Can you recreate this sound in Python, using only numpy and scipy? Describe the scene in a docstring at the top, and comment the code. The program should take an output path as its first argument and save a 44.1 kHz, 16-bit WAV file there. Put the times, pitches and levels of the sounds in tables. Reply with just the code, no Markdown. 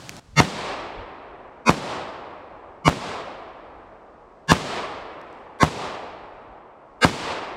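"""Pistol shots in the woods

Six slow shots on a shooting lane, heard from near the paper target. A short ringing swell of tones leads into
each overloaded blast, built of damped sines and noise; the nearest trunks slap back, then the wooded slope
returns a long roll of banded noise that loses its treble to the air. Shaped noise makes faint leaves, a
breeze rumbling on the microphone and a hiss at the start; dry ticks are short noise bursts with a knock."""
import sys
import numpy as np
from scipy import signal
from scipy.fft import rfft, irfft, next_fast_len
from scipy.io import wavfile
from scipy.ndimage import uniform_filter1d

SR = 44100
rng = np.random.default_rng(int(sys.argv[2]) if len(sys.argv) > 2 else 0)


def wav_out(sig):
    """Save sig, one row per channel (or a flat mono array), as 16-bit PCM at SR to the path in sys.argv[1]."""
    wavfile.write(sys.argv[1], SR, np.round(np.clip(np.atleast_2d(sig).T, -1, 1) * 32767).astype(np.int16))


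N = 333396
TIME = np.arange(N) / SR
FREQS = np.maximum(np.fft.rfftfreq(next_fast_len(N), 1 / SR), 1)


def from_db(db):
    """Decibels to gain."""
    return 10 ** (np.asarray(db) / 20)


def at_hz(table, hz, axis=1):
    """Read one column of a table on a log-frequency axis."""
    table = np.array(table, float)
    return np.interp(np.log(hz), np.log(table[:, 0]), table[:, axis])


def add(out, start_s, sound):
    """Mix a sound in from start_s on."""
    start = max(round(start_s * SR), 0)
    out[start:start + len(sound)] += sound[:max(N - start, 0)]


def cut(x, hz, kind):
    """Second-order Butterworth low-, high- or band-pass."""
    sos = signal.butter(2, np.minimum(hz, SR / 2 - 1), kind, fs=SR, output="sos")
    return signal.sosfilt(sos, x)


def fade(t, t60):
    """A decay of 60 dB in t60 seconds."""
    return from_db(-60 * t / t60)


def ring(t, hz, t60):
    """A damped sine that starts at t = 0."""
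    t = np.maximum(t, 0)
    return np.sin(2 * np.pi * hz * t) * fade(t, t60)


def bump(x, centre, width):
    """A bell curve of height 1, down to 1/e at width from its centre."""
    return np.exp(-((x - centre) / width) ** 2)


def drift(t, rate):
    """Random values of spread 1, rate of them per unit of t, joined by straight lines."""
    return np.interp(t * rate % 1024, np.arange(1024), rng.standard_normal(1024))


def pink():
    """Spectrum of a noise with rms 1 in every octave above 20 Hz."""
    white = rfft(rng.standard_normal(next_fast_len(N)))
    return white * np.sqrt(SR / 2 / np.log(2) / FREQS) * (FREQS > 20)


def noise(colour):
    """Steady noise whose octave levels follow a colour table."""
    return irfft(pink() * from_db(at_hz(colour, FREQS)))[:N]


# Level changes of the breeze and of the leaves.
# Each row: centre in s, half length in s, change of the breeze in dB, change of the leaves in dB.
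LEVEL_CHANGES = [(.04, 0.072, -12, -2), (0.34, 0.069, 13, -3), (.62, 0.17, 6, -2), (1.0, 0.051, 16, -6),
                 (4.379, 0.11, -4.5, 1), (5.35, 0.14, -3.5, 5.5), (6.5, .05, 8.5, -1),
                 (6.716, .17, -10, -4)]


def level_changes():
    """Bell-shaped level changes in dB: one curve for the breeze, one for the leaves."""
    return sum(np.outer(dbs, bump(TIME, s, half_s)) for s, half_s, *dbs in LEVEL_CHANGES)


# Breeze colour. Each row: frequency in Hz, level in dB per octave relative to BREEZE_DB.
RUMBLE = [(20, -5.5), (45, -0.5), (90, -5.5), (200, -13), (500, -43.5), (2000, -78)]
BREEZE_DB = -59


def breeze(puffs_db, lumps_db=3.0, lumps_per_s=9):
    """Air pushing on the microphone: low noise, lumpy, with puffs and lulls."""
    return noise(RUMBLE) * from_db(BREEZE_DB + puffs_db + lumps_db * drift(TIME, lumps_per_s))


# Leaf colour. Each row: frequency in Hz, level in dB per octave relative to LEAVES_DB.
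LEAF_COLOUR = [(30, -88.5), (200, -72), (700, -65), (2000, -74), (5000, -79), (6800, -84), (8400, -83.5),
               (10000, -97), (15000, -102)]
LEAVES_DB = 1


def leaves(leaf_changes_db):
    """Leaves as a faint noise with its own rises and falls."""
    return noise(LEAF_COLOUR) * from_db(LEAVES_DB + leaf_changes_db)


# Colour of the brighter opening hiss. Each row: frequency in Hz, level in dB per octave before the drop.
HISS = [(40, -67.5), (130, -46), (350, -51), (1000, -49), (2200, -53.5), (4500, -51), (8000, -54),
        (14000, -70)]
HISS_DROP_S, HISS_DROP_DB, HISS_T60_S = .197, 15, .2


def opening_hiss():
    """Shaped noise that drops abruptly, then dies away from the first shot on."""
    drop = from_db(-HISS_DROP_DB * (TIME > HISS_DROP_S))
    first_shot_s = SHOTS[0][0]
    return noise(HISS) * drop * fade(np.maximum(TIME - first_shot_s, 0), HISS_T60_S)


def air():
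    """The bed: breeze and leaves, each with its own level changes, and the opening hiss."""
    puffs_db, leaf_changes_db = level_changes()
    return breeze(puffs_db) + leaves(leaf_changes_db) + opening_hiss()


# Small dry ticks. Each row: start in s, gain in dB.
TICKS = [(0.0936, -13.5), (.118, -41), (0.167, -30), (4.475, -38), (5.215, -42.5), (5.328, -47),
         (5.5897, -40)]


def ticks(body_db=-9, body_hz=1700, body_t60=0.0042, burst_t60=0.0049):
    """Small dry ticks: a band-passed noise burst with a short knock."""
    out, t = np.zeros(N), TIME[:SR // 20]
    for s, db in TICKS:
        burst = rng.standard_normal(len(t)) * fade(t, burst_t60)
        tick = cut(burst, [1400, 7500], "band")
        knock = from_db(body_db) * ring(t, body_hz, body_t60)
        add(out, s, from_db(db) * (tick + knock))
    return out


BRIGHT_FROM_HZ = 1100


def treble(hz):
    """Share of a shot's brightness at a pitch: none in the bass, all of it an octave into the treble."""
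    return np.clip(np.log2(hz / BRIGHT_FROM_HZ), 0, 1)


ROLL_PEAK_S, ROLL_RISE_DB_PER_S, ROLL_LOSS_DB_PER_DOUBLING = 0.24, 40, 7.5


def roll_level(age):
    """Roll in dB: climbs until the bulk of the slope has answered, then thins per doubling of the path."""
    climb = ROLL_RISE_DB_PER_S * np.minimum(age - ROLL_PEAK_S, 0)
    return climb - ROLL_LOSS_DB_PER_DOUBLING * np.log2(np.maximum(age / ROLL_PEAK_S, 1))


# Scatter from ground and brush close by; levels precede each shot's echo gain.
# Each row: frequency in Hz, level in dB per octave, t60 in s.
BRUSH = [(40, -45, 0.36), (90.2, -36.5, 0.22), (160, -30.5, 1), (352, -34, 0.78), (701, -29, 0.17),
         (1500, -27.5, 0.17), (3200, -33.5, 0.34), (8000, -39.5, 0.2), (14220, -56.5, .3)]
# Roll from the wooded slope; levels at ROLL_PEAK_S, before each shot's echo gain.
# Each row: frequency in Hz, level in dB per octave, air loss in dB per s.
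ROLL = [(40, -71, -2), (88, -47, 5), (153, -54, -2), (353.3, -38, 0), (674, -32, 0), (1270, -32.5, 2),
        (1455, -37.5, 3.5), (2220, -37.5, 8), (3240, -38.5, 20), (4500, -40.5, 29.5), (7000, -50.5, 60),
        (8400, -48.5, 50.5), (9300, -58, 75), (14000, -80.5, 80)]
ECHO_BRIGHT_SHARE = 0.55


def woods(clump_db=0.65, clumps_per_s=60, patchy_db=.5, patches_per_s=30):
    """Countless echoes merge into noise; the same trees answer every shot, and long paths lose their treble."""
    slow, out, spectrum = TIME[::20], np.zeros(N), pink()   # gains are computed at every 20th sample
    s, *_, bright_db, echo_db, stretch = np.transpose(SHOTS)[:, :, None]
    age = np.maximum(slow - s, 0)
    heard = from_db(echo_db) * (age > 0)
    roll_db = roll_level(age / stretch)
    clumps_db = clump_db * drift(age, clumps_per_s)
    centres, step = np.linspace(np.log(25), np.log(16000), 28, retstep=True)
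    for centre in centres:
        hz = np.exp(centre)
        overlap = np.maximum(1 - abs(np.log(FREQS) - centre) / step, 0)
        band = irfft(spectrum * overlap)[:N]
        near = from_db(at_hz(BRUSH, hz)) * fade(age, at_hz(BRUSH, hz, axis=2))
        air_loss_db = at_hz(ROLL, hz, axis=2) * (age - ROLL_PEAK_S)
        far = from_db(at_hz(ROLL, hz) + roll_db - air_loss_db)
        shine_db = ECHO_BRIGHT_SHARE * bright_db * treble(hz)
        patches_db = patchy_db * drift(age, patches_per_s)
        gain = heard * np.hypot(near, far) * from_db(shine_db + clumps_db + patches_db)
        all_shots = np.sqrt(np.sum(gain ** 2, axis=0))
        out += band * np.interp(TIME, slow, all_shots)
    return out


# Swell colour. Each row: frequency in Hz, level in dB per octave before each swell's level and colour.
SWELL_COLOUR = [(230, -26.5), (330, -32.5), (470, -22.5), (700, -29), (950, -23), (1600, -21.5),
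                (3200, -24.5), (5000, -25), (7200, -32.5), (8500, -34.5), (10500, -38.5), (13000, -49),
                (15500, -70)]
# Fainter rings that all swells share. Each row: frequency in Hz, level in dB before the same changes.
SHARED_RINGS = [(890, -29), (2110, -27), (3515, -32), (4457, -34), (4732, -35.5), (5765, -32.5),
                (6560, -35), (7340, -39), (8675, -41.5)]
TONE_SPACING_HZ, CLUMP_HZ, CLUMP_DB = 93.75, 210, 13
RING_WIDTH_HZ, RING_DB, RING_STEP_DB = 75, -17.5, 4.5   # each own ring is a step weaker than the last
HOLLOW_DEPTH_DB, HOLLOW_OCTAVES = 11.5, 0.14


def ringing_swell(length_s, level_db, hum_hz, hum_db, rings_hz, hollow_hz, bright_db,
                  onset_db=-36, bend=2.76, scatter_hz=4):
    """An uneven comb of tones with a hum, some rings and a hollow; all swell fast and stop at full level."""
    t = np.arange(int(length_s * SR)) / SR
    hz = TONE_SPACING_HZ * np.arange(2.5, CUTOFF_HZ / TONE_SPACING_HZ)
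    # strong and weak tones in random clumps, evened out over 11 tones
    unevenness = np.minimum(drift(hz, 1 / CLUMP_HZ), 1)
    clumps = from_db(CLUMP_DB * unevenness * np.minimum(hz / BRIGHT_FROM_HZ / 2, 1))
    clumps = clumps / np.sqrt(uniform_filter1d(clumps ** 2, size=11))
    octaves_per_tone = TONE_SPACING_HZ / hz / np.log(2)
    power = (clumps * from_db(at_hz(SWELL_COLOUR, hz))) ** 2 * octaves_per_tone
    for ring_hz, db in SHARED_RINGS:
        power = power + (from_db(db) * bump(hz, ring_hz, RING_WIDTH_HZ)) ** 2
    own_rings = sum(from_db(RING_DB - k * RING_STEP_DB) * bump(hz, ring_hz, RING_WIDTH_HZ)
                    for k, ring_hz in enumerate(rings_hz))
    hollow_db = HOLLOW_DEPTH_DB * bump(np.log2(hz / hollow_hz), 0, HOLLOW_OCTAVES)
    colour_db = bright_db * treble(hz) - hollow_db
    comb = np.hypot(np.sqrt(power) * from_db(level_db + colour_db), own_rings)
    gains = np.append(comb, from_db(hum_db))
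    hz = np.append(hz + scatter_hz * rng.standard_normal(len(hz)), hum_hz)
    cycles = hz[:, None] * t + rng.random((len(hz), 1))
    tones = gains @ np.sin(2 * np.pi * cycles)
    rise = from_db(onset_db * (1 - t / length_s) ** bend)
    return np.sqrt(2) * tones * rise


# Boom modes of alternating sign, before each shot's boom level and pitch ratio.
# Each row: frequency in Hz, level in dB, t60 in s.
BOOM = [(242, -6, 0.035), (80.9, -11, 0.062), (169, -12.5, 0.088), (775, -11, 0.04)]
# Slaps from the nearest trunks. Each row: delay in s, level in dB, low-pass corner in Hz.
SLAPS = [(0.0098, -8.5, 6830), (0.018, -10.5, 1950), (0.049, -18.5, 2500)]
BARK_HZ, BARK_DB, BARK_T60_S = 1000, 9.5, 0.0075


def blast(boom_db, pitch, crackle_db=-12, crackle_t60=.03, crackle_hz=4500, slap_t60=0.0025,
          splinter_db=-8, splinter_t60=0.031, vary=0.024):
    """The muzzle wave: a hard bark, a low boom and a crackle, then slaps from the nearest trunks."""
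    t = np.arange(N // 30) / SR
    pitch_jitter = 1 + vary * rng.standard_normal()
    out = -from_db(BARK_DB) * ring(t, BARK_HZ * pitch_jitter, BARK_T60_S)
    after_peak = t - 1 / (4 * BARK_HZ)   # the boom waits a quarter cycle of the nominal bark
    for k, (hz, db, t60) in enumerate(BOOM):
        out += (-1) ** k * from_db(boom_db + db) * ring(after_peak, hz * pitch * pitch_jitter, t60)
    crackle = cut(rng.standard_normal(len(t)), crackle_hz, "low")
    out += crackle * from_db(crackle_db) * fade(t, crackle_t60)
    for delay_s, db, top_hz in SLAPS:
        # rough trunks splinter each reflection
        splinters = rng.standard_normal(len(t)) * from_db(splinter_db) * fade(t, splinter_t60)
        slap = splinters - from_db(BARK_DB) * ring(t, BARK_HZ, slap_t60)
        out += from_db(db) * np.interp(t - delay_s, t, cut(slap, top_hz, "low"), left=0)
    return out


# Shots and their swells. 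Each row: time in s, blast in dB, boom in dB, boom pitch ratio, swell length in s,
# swell in dB, hum in Hz, hum in dB, three own rings in Hz, hollow in Hz, brightness in dB, echo in dB,
# echo stretch ratio.
SHOTS = [(0.403, -4, 3.5, 1, 0.045, 1.5, 151.5, -13.5, 2146, 1290, 894, 8470, 2.5, 0.36, 1.23),
         (1.6947, -1.5, 1.5, 1.03, .042, 0, 232.5, -19, 1030, 2465, 2210, 3320, -2.5, 0.48, 1.017),
         (2.88, -2, 3, 1.01, 0.038, -2.5, 165.3, -17, 1122, 2240, 2916, 3650, -1.5, -0.59, 1),
         (4.5193, -0.5, 2, 0.99, .042, -0.5, 155.5, -18.5, 1683, 1072, 2770, 2260, 1.5, 1, 1.034),
         (5.6317, -3.5, 4.5, 0.916, .038, -2, 416, -28.5, 1070, 1580, 2020, 2770, -2, -0.5, .96),
         (7.0479, -4, 5, 0.997, 0.04, -0.5, 482, -23, 1590, 1246, 2870, 5970, 2.5, 1.0, 1.086)]


def swells_and_blasts(swell_lead_s=.0008):
    """A ringing swell of tones leads into each blast."""
    out = np.zeros(N)
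    for (s, blast_db, boom_db, pitch, length_s, swell_db, hum_hz, hum_db,
         *rings_hz, hollow_hz, bright_db, _, _) in SHOTS:
        swell = ringing_swell(length_s, swell_db, hum_hz, hum_db, rings_hz, hollow_hz, bright_db)
        add(out, s - swell_lead_s - length_s, swell)
        add(out, s - 1 / (2 * BARK_HZ), from_db(blast_db) * blast(boom_db, pitch))
    return out


def scene():
    """One microphone feeds both channels."""
    return np.tile(air() + ticks() + woods() + swells_and_blasts(), (2, 1))


CUTOFF_HZ = 15800


def record(dry, bass_cut_hz=30):
    """The microphone drops the deepest bass; the blasts overload the input and are rounded off; the top is cut."""
    heard = cut(dry, bass_cut_hz, "high")
    rounded = heard / (1 + heard ** 4) ** (1 / 4)
    top_cut = signal.ellip(10, .1, 80, CUTOFF_HZ, fs=SR, output="sos")
    return signal.sosfilt(top_cut, rounded)


dry = scene()
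out = record(dry)
wav_out(out)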